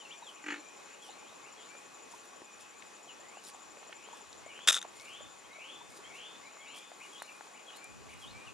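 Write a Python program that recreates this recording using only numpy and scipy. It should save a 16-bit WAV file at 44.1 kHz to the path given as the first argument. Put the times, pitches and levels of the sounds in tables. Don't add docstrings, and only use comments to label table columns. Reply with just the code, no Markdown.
import sys
import numpy as np
from scipy import signal
from scipy.fft import rfft, irfft, next_fast_len
from scipy.io import wavfile
from scipy.ndimage import uniform_filter1d, map_coordinates

SR = 44100
rng = np.random.default_rng(int(sys.argv[2]) if len(sys.argv) > 2 else 0)


def undo_db(level):
    steps = np.asarray(level, float) / 20
    return 10 ** steps


def persist_wave(psi):
    counts = np.round(np.clip(psi, -1, 1) * 32767).astype(np.int16)
    wavfile.write(sys.argv[1], SR, np.atleast_2d(counts).T)


N = 376173
T = np.arange(N) / SR


def unit(x):
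    return x / np.sqrt(np.mean(x ** 2) + 1e-20)


def along(points, hz):
    f, v = np.transpose(points)
    return np.interp(np.log(hz + 1), np.log(f + 1), v)


def curves(rows, t=T):
    s, *cols = np.transpose(rows)
    return [np.interp(t, s, c) for c in cols]


def wobble(rate):
    return map_coordinates(rng.standard_normal(int(N * rate / SR) + 4), [T * rate])


def filtered(x, response):
    m = next_fast_len(N + 8192)
    return irfft(rfft(x, m) * response(np.fft.rfftfreq(m, 1 / SR)), m)[..., :N]


def resonant(modes):
    def response(f):
        total = 0
        for k, (c, w, db) in enumerate(modes):
            total = total + (-1) ** k * undo_db(db) * 1j * f * w / (c * c - f * f + 1j * f * w)
        return total
    return response


def add(out, s, sound):
    i = max(round(s * SR), 0)
    out[..., i:i + sound.shape[-1]] += sound[..., :max(N - i, 0)]


def sides(db):
    return undo_db(np.array([[db / 2], [-db / 2]]))


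def rush(gain, alike, patchy_db):
    z = signal.stft(rng.standard_normal((2, N)), nperseg=512)[2]
    field = uniform_filter1d(rng.standard_normal(z.shape[1:]), size=6, axis=0)
    field = uniform_filter1d(field, size=10, axis=1)
    pair = signal.istft(z * undo_db(patchy_db * unit(field)), nperseg=512)[1][:, :N]
    turn = lambda hz: np.arccos(np.clip(along(alike, hz), -1, 1)) / 2
    mid, side = filtered(pair, lambda hz: gain(hz) * [np.cos(turn(hz)), np.sin(turn(hz))])
    return unit(np.array([mid + side, mid - side]))


def echoes(x, t60, hold_s, alike=.5, build_s=0.00078):
    t = np.arange(SR // 2) / SR
    envelope = undo_db(-60 * t / t60) * (1 - np.exp(-t / build_s)) / (1 + (t / hold_s) ** 4)
    a, b = rng.standard_normal((2, len(t))) * envelope
    turn = np.arccos(np.clip(alike, -1, 1)) / 2
    tail = np.cos(turn) * a + np.sin(turn) * b * np.array([[1], [-1]])
    tail = tail / np.linalg.norm(tail[0])
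    return signal.fftconvolve(x[None], tail, axes=1)[:, :N]


def trill(cycle, duty, hz, teeth_hz, depth, scatter_db):
    part = cycle - np.round(cycle)
    gate = np.cos(np.pi / 2 * np.clip(part / (duty / 2), -1, 1)) ** 0.45
    size = undo_db(scatter_db * rng.standard_normal(400))[np.round(cycle).astype(int) % 400]
    teeth_phase = 2 * np.pi * np.cumsum(teeth_hz * (1 + 0.0432 * wobble(12))) / SR
    ripple = 1 + depth * np.cos(teeth_phase)
    tone = np.sin(2 * np.pi * np.cumsum(hz + 22 * wobble(40)) / SR)
    return unit(gate * size * ripple * tone)


def crickets():
    # time in seconds, level in dB.
    partner = [(0, -68.5), (3, -68), (5.4, -71.5), (5.5, -72), (5.9, -66.5), (7.9, -66.5), (8.2, -75),
               (8.6, -78)]
    chirp_s = .08401
    first_chirp_s, stops_s = .017, 5.44
    near = (T < stops_s) * undo_db(-65)
    near = near * trill((T - first_chirp_s) / chirp_s, duty=.3, hz=7115, teeth_hz=145, depth=.45, scatter_db=1.2)
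    cycle = T * 32.0 + 0.29 * wobble(2.95)
    other = undo_db(curves(partner)[0])
    other = other * trill(cycle, duty=1.0, hz=7034, teeth_hz=99.7, depth=0.43, scatter_db=3.0)
    chorus_db, fades_db_per_s = -68, 0.76
    far = rush(lambda hz: np.exp(-((hz - 5780) / 300) ** 2), [(5780, 1.0)], patchy_db=2.0)
    far = undo_db(chorus_db - fades_db_per_s * T) * far
    return (near + other) * sides(8.8) + far


def note(length, from_hz, to_hz, db):
    u = np.arange(round(length * SR)) / (length * SR)
    knots = rng.standard_normal((2, 40))
    flicker, waver = (map_coordinates(k, [u * length * 150]) for k in knots)
    phase = 2 * np.pi * length * (from_hz * u + (to_hz - from_hz) * u * u / 2) + .4 * waver
    return undo_db(db + 2.5 * flicker) * np.sqrt(2) * np.sin(np.pi * u) ** .5 * np.sin(phase)


def birds():
    # time after its start in seconds, pitch in Hz, level in dB.
    rise_shape = [(0, 1975, -14), (.03, 2141, -2.5), (.09, 2330, 0.5), (.12, 2645, 3), (.17, 3124, 2),
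                  (.22, 3488, 0.5), (.27, 3600, -7), (.305, 3690, -15), (.32, 3700, -38)]
    # start in seconds, level in dB.
    rises = [(3.87, -62.5), (4.39, -55.5), (4.929, -53.5), (5.469, -52.5), (6.01, -53), (6.535, -55.5)]
    # time after the phrase's start in seconds,
    # length in seconds, first pitch in Hz, last pitch in Hz, level in dB relative to the chatter.
    phrase = [(-.015, .03, 2000, 2840, 3), (.005, 0.044, 2910, 2830, 0), (.02, 0.0245, 2700, 2000, 3),
              (.11, 0.038, 3330, 3250, 5), (.13, 0.0291, 3250, 2780, 3), (.155, .04, 2950, 2860, -2),
              (0.161, 0.045, 3250, 4170, 0), (.2, .04, 4280, 4150, -4.5)]
    # start in seconds, chatter level in dB, level of the closing whistle in dB,
    # both ahead of the direct and echo gains.
    phrases = [(-.16, -66, -58.5), (.36, -61, -57), (.908, -59, -56.5), (1.454, -60, -57.5),
               (6.49, -62.5, -57.5), (7.013, -55.5, -54.5), (7.554, -58, -55.5), (8.099, -57, -52.5)]
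    # time after the phrase's start in seconds, length in seconds, first and last pitch in Hz.
    whistle = (.228, .125, 2280, 2480)
    # start in seconds, length in seconds, first pitch in Hz,
    # last pitch in Hz, level in dB ahead of the direct and echo gains.
    single_notes = [(0, 0.026, 3230, 2800, -49), (0.042, .03, 3010, 2470, -52.5),
                    (0.107, 0.026, 2680, 3750, -47), (0.219, 0.053, 4000, 3400, -57.5),
                    (0.265, 0.043, 3490, 2840, -48), (1.255, 0.055, 2630, 4010, -59),
                    (2.442, 0.14, 2530, 2330, -64), (2.618, .08, 2620, 2540, -66),
                    (2.722, .06, 2250, 2400, -65), (3.075, 0.051, 3340, 2400, -54),
                    (3.171, 0.2, 1650, 2460, -63.5), (3.33, 0.067, 2410, 3030, -58),
                    (4.49, 0.031, 3060, 2780, -56), (5.435, 0.036, 3050, 3350, -61.5),
                    (5.525, .02, 3950, 3840, -60), (5.905, .04, 2110, 2270, -58),
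                    (6.035, .05, 3050, 3400, -58), (6.429, 0.07, 2060, 2490, -56),
                    (6.452, .026, 3950, 4000, -60), (7.273, 0.033, 2980, 2510, -53),
                    (8.464, 0.0314, 3040, 2430, -51.5)]

    out = np.zeros((2, N))
    hz, shape_db = curves(rise_shape, np.arange(round(rise_shape[-1][0] * SR)) / SR)
    rise = undo_db(shape_db) * np.sqrt(2) * np.sin(2 * np.pi * np.cumsum(hz) / SR)
    rise = np.pad(rise, (0, SR // 2))
    for s, db in rises:
        add(out, s, undo_db(db) * echoes(rise, t60=.8, hold_s=.17, alike=.9, build_s=.012))

    chatter = []
    for s, chatter_db, whistle_db in phrases:
        chatter.append((s + whistle[0], *whistle[1:], whistle_db))
        for after, *shape, db in phrase:
            if s + after > 0:
                chatter.append((s + after, *shape, db + chatter_db))

    for notes, direct_db, echo_db in [(single_notes, -2, -5.5), (chatter, -5, -3)]:
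        for s, *shape in notes:
            call = np.pad(note(*shape), (0, SR // 4))
            direct = np.pad(call, (0, SR // 2 - 1))
            scattered = echoes(call, t60=.3, hold_s=.07, alike=.9)
            add(out, s, undo_db(direct_db) * direct + undo_db(echo_db) * scattered)
    return out * sides(2.4)


def frog():
    bursts = [.4408, .4638, .4835, .5043, .5214, .539, .5599, .579]
    # centre in Hz, width in Hz, gain in dB.
    cavities = [(298, 33, 15), (800, 460, -6), (1250, 320, 5.5), (1750, 540, 8.5), (2700, 720, 3.5),
                (4260, 220, -4), (6800, 630, 0.5)]
    pulse_gap_s, pulses = .0025, 3
    croak_db, middle_s, half_s, ends_db = -6, 0.5007, 0.06, 13.5
    sac_db, sac_ends_db = 5, 7.5
    rasp_db = -29
    sac, throat, k = np.zeros(N), np.zeros(N), np.arange(pulses)
    for s in bursts:
        off = ((s - middle_s) / half_s) ** 2
        late_s, size_db = rng.normal(0, [[.00015], [1.5]], (2, pulses))
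        at = np.round((s + pulse_gap_s * k + late_s) * SR).astype(int)
        throat[at] += undo_db(croak_db - ends_db * off + size_db - 2 * (k - .8) ** 2)
        sac[round(s * SR)] = undo_db(croak_db + sac_db - sac_ends_db * off)
        breath = np.exp(-((T - s - pulse_gap_s) / 0.0069) ** 2) * rng.standard_normal(N)
        throat += undo_db(croak_db + rasp_db - ends_db * off) * breath

    def soft(modes):
        ring = resonant(modes)
        return lambda f: ring(f) / (1 + 1j * f / 4000) ** 2 * (1j * f / (220 + 1j * f)) ** 2

    sac = filtered(filtered(sac, soft(cavities[:1])), resonant([(333, 250, 0)]))
    voice = sac + filtered(throat, soft(cavities[1:]))
    return voice * sides(1.3) + undo_db(-3) * echoes(voice, t60=0.14, hold_s=.05, alike=0.93)


def mechanism():
    # time of the peak in seconds, scrape level in dB, extra level into the high modes in dB.
    contacts = [(4.6764, -5, -12), (4.6855, -4, 3.5), (4.6886, -6.5, 4.5), (4.6974, -19, 10),
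                (4.708, -9, -2), (4.7283, -16, 7), (4.7319, -28, -2), (4.7435, -14, -1), (4.7507, -18, 5),
                (4.762, -19, -2), (4.766, -17.5, 3), (4.7742, -23.5, -9), (4.7834, -22, -15),
                (4.815, -30, 2), (4.827, -23.5, -1)]
    # start in seconds, end in seconds, level in dB, fade in dB.
    slides = [(4.673, 4.707, -16, 3.5), (4.719, 4.794, -24.5, 11.5)]
    # centre in Hz, width in Hz, gain in dB.
    body = [(500, 330, -22.5), (1370, 200, -5.5), (2000, 1030, -14), (2620, 360, -9), (3525, 354, 0),
            (3730, 256, 2)]
    # centre in Hz, width in Hz, gain in dB.
    shell = [(5200, 600, -11), (6300, 580, -7), (7640, 830, -7.5), (9270, 600, -9), (11100, 850, -14.5)]
    rise_s, t60_s = .0005, .010
    low, high, t = np.zeros(N), np.zeros(N), np.arange(-SR // 100, SR // 20) / SR
    shape = np.where(t < 0, np.exp(-(t / rise_s) ** 2), undo_db(-60 * np.abs(t) / t60_s))
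    for s, db, treble_db in contacts:
        scrape = undo_db(db) * shape * np.sign(rng.standard_normal(len(t)))
        add(low, s + t[0], scrape)
        add(high, s + t[0], undo_db(treble_db) * scrape)
    rub = np.zeros(N)
    for a, b, db, fade_db in slides:
        rub += ((T > a) & (T < b)) * undo_db(db - fade_db * np.clip((T - a) / (b - a), 0, 1))
    rub = rub * undo_db(3 * wobble(300)) * rng.standard_normal(N)
    ring_high = resonant(shell)
    out = filtered(low + rub, resonant(body))
    out = out + filtered(high + undo_db(2.5) * rub, lambda f: ring_high(f) / (1 + 1j * f / 11000) ** 3)
    out = undo_db(7.0) * out
    return out * sides(1.8) + undo_db(-18) * echoes(out, t60=.08, hold_s=.04, alike=.85)


def water():
    # start in seconds, level in dB ahead of the common gain,
    # first pitch in Hz, life in cycles.
    plops = [(.222, -40, 840, 10), (1.088, -44.5, 730, 13), (1.228, -43, 848, 2.7), (1.752, -40, 560, 1.7),
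             (2.135, -42.5, 854, 14), (2.418, -41, 340, 1.7), (3.073, -45.5, 654, 4.7),
             (3.371, -38.5, 740, 3.5), (3.546, -41, 785, 4.3), (3.771, -42, 543, 2), (3.829, -42, 780, 3.7),
             (3.895, -42, 626, 2.4), (3.925, -39.5, 1430, 3.8), (4.087, -42, 836, 2.7),
             (4.13, -41.5, 840, 12.5), (4.208, -47, 810, 7.2), (4.463, -36, 610, 3), (4.591, -39, 670, 1.3),
             (4.847, -39, 940, 3.3), (4.851, -35, 690, 2.3), (5.206, -42, 560, 4.6),
             (5.585, -44.5, 598, 3.7), (5.81, -44, 836, 12), (6.917, -39, 670, 2.9), (7.015, -46, 970, 5.6),
             (7.22, -30.5, 950, 1.8), (7.409, -36.5, 800, 2.5), (7.551, -47, 810, 6.3)]
    left_db, faint_db = 1.5, -56
    slap_cycles = 3
    bubble_rise = .2
    out, t = np.zeros((2, N)), np.arange(SR // 12) / SR
    knock = signal.butter(3, [500, 2300], "bandpass", fs=SR, output="sos")
    when, size, pitch, life = rng.random((80, 4)).T
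    faint = np.c_[when * N / SR, faint_db - 2.5 * np.log(size), 350 * 4 ** pitch, 2.5 + 3 * life]
    for s, db, hz, cycles in [*plops, *faint]:
        pan_db = left_db + 1.6 * rng.standard_normal()
        u = t * hz / max(cycles, .5)
        swell = np.exp(-2.3 * u) * (1 - np.exp(-u / 0.34))
        bubble = swell * np.sin(2 * np.pi * hz * t * (1 + bubble_rise * u * cycles / 20))
        slap = signal.sosfilt(knock, undo_db(-60 * t / 0.008) * rng.standard_normal(len(t)))
        slap = 0.99 / (1 + (cycles / slap_cycles) ** 4) * slap
        add(out, s, sides(pan_db) * undo_db(db + 8.5) * (bubble + slap))
    return out


def leaves():
    # frequency in Hz, relative density in dB per Hz.
    spectrum = [(1500, -24), (3000, 6), (5500, 10.5), (9500, 9), (12000, -1), (15500, -18)]
    # time of the peak in seconds, rms level at the peak in dB, length in seconds.
    rustles = [(0.297, -64, 0.068), (1.05, -58.5, 0.08), (1.8, -64.5, .075), (2.133, -60.5, .12),
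               (2.253, -63, 0.069), (2.61, -59, 0.034), (2.72, -78, 0.061), (2.796, -66, .045),
               (3.443, -54, .022), (3.48, -49, .04), (4.175, -62, 0.084), (5, -60, 0.24),
               (5.913, -60, .063), (5.969, -57, 0.035), (6.158, -59.5, .04), (6.768, -55.5, 0.067),
               (7.127, -63, 0.69), (7.768, -57, 0.032), (8.108, -61, 0.065), (8.22, -60.5, 0.12)]
    # start in seconds, peak level in dB, band centre in Hz, left-right difference in dB.
    ticks = [(2.822, -41, 2600, 8), (3.449, -45, 5200, 6), (3.493, -45, 1900, 4), (3.927, -34, 2280, 1),
             (4.328, -38.5, 4860, 1), (4.997, -40.5, 4340, 3), (6.77, -48, 8500, 0), (7.223, -38, 7800, -3),
             (7.704, -41.5, 2270, 2), (7.769, -43, 8760, 3), (7.842, -40.5, 7840, 5)]
    rise_share, tick_octaves = .35, 1.0
    grains = rush(lambda hz: undo_db(along(spectrum, hz)), [(5000, .9)], patchy_db=2.5) * undo_db(3 * wobble(350))
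    swells = np.zeros(N)
    for s, db, length in rustles:
        share = np.where(T < s, rise_share, 1 - rise_share)
        swells += undo_db(db) * np.exp(-((T - s) / (length * share)) ** 2)
    out = unit(grains) * swells
    t = np.arange(SR // 50) / SR
    for s, db, hz, pan_db in ticks:
        edges_hz = hz * 2 ** (tick_octaves * np.array([-.5, .5]))
        band = signal.butter(3, edges_hz, "bandpass", fs=SR, output="sos")
        burst = undo_db(-60 * t / 0.017) * (1 - np.exp(-t / 0.00025)) * rng.standard_normal(len(t))
        snap = signal.sosfilt(band, burst)
        add(out, s, sides(pan_db) * undo_db(db) * snap / np.abs(snap).max())
    return out


def air():
    # frequency in Hz, relative density in dB per Hz.
    spectrum = [(20, -28), (35, -7), (96, -14.5), (200, -4), (423, 0.5), (705, -2.5), (1000, -2),
                (1960, -7), (2790, -8), (4520, -14), (7750, -17), (9880, -20), (11200, -30.5), (12500, -39),
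                (15700, -59)]
    # centre in Hz, half width in Hz, boost in dB.
    humps = [(1120, 61, 6), (6980, 660, 6), (830, 117, 1.5)]
    # frequency in Hz, left-right likeness from -1 to 1.
    likeness = [(40, -0.27), (150, 0.21), (380, -0.093), (950, 0.33), (2380, 0.51), (6000, 0.78), (8500, 1),
                (15000, 1)]
    # frequency in Hz, left-right difference in dB.
    lean = [(60, 1.5), (300, 2.5), (1300, .5), (4400, 2), (7500, 8), (8500, 2.5), (15000, -10.5)]
    # time in seconds, level in dB ahead of the gusts.
    buffet = [(0, -82), (3, -70), (3.8, -66.5), (5.1, -64.5), (5.25, -52.5), (5.4, -68), (6.3, -65),
              (7.8, -87), (7.9, -50), (8.35, -47.5), (8.53, -42)]

    def hiss_gain(hz):
        boost_db = sum(db * np.exp(-((hz - c) / w) ** 2) for c, w, db in humps)
        return undo_db(along(spectrum, hz) + boost_db)

    breeze_db = .5 * wobble(1.5) + .5 * wobble(8)
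    hiss = undo_db(-54 + breeze_db) * rush(hiss_gain, likeness, patchy_db=1.2)
    hiss = filtered(hiss, lambda hz: undo_db(along(lean, hz) / 2 * [[1], [-1]]))
    gust_db = 2 * wobble(9)
    low = lambda hz: undo_db(along([(20, -33), (50, -8), (110, -11), (170, -18), (300, -22.5), (900, -70)], hz))
    wind = rush(low, [(60, -0.9), (300, -0.79)], patchy_db=3.5)
    return hiss + undo_db(curves(buffet)[0] + gust_db) * wind


def motor_whine():
    # mean frequency in Hz, rms level in dB.
    tones = [(839.6, -70.5), (2518.5, -68)]
    out = np.zeros(N)
    for hz, db in tones:
        phase = 2 * np.pi * np.cumsum(hz * (1 + 0.000703 * wobble(3.5))) / SR
        out += undo_db(db + 1.3 * wobble(4.6)) * np.sqrt(2) * np.sin(phase)
    return out


def microphone_hiss():
    # frequency in Hz, density in dB per Hz.
    density = [(8500, -135), (11000, -115), (12500, -118), (14000, -123), (15700, -129)]
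    return filtered(rng.standard_normal(N), lambda hz: undo_db(along(density, hz)) * np.sqrt(SR / 2))


def scene():
    # frequency in Hz, lag in radians.
    lag = [(250, 0.063), (1200, 0.65), (4000, 0.44), (6500, 0.81), (8000, 0.37), (15000, 0.35)]
    total = crickets() + birds() + frog() + mechanism() + water() + leaves() + air()
    return filtered(total, lambda hz: np.exp(-.5j * along(lag, hz) * np.array([[1], [-1]])))


def roll_off(x):
    return signal.sosfilt(signal.butter(12, 15770, fs=SR, output="sos"), x)


def record(dry):
    top_hz = 15770
    mixed = dry + motor_whine() + microphone_hiss()
    heard = filtered(mixed, lambda hz: (hz < top_hz) * (1j * hz / 90 / (1 + 1j * hz / 90)) ** 2)
    return roll_off(heard)


dry = scene()
out = record(dry)
persist_wave(out)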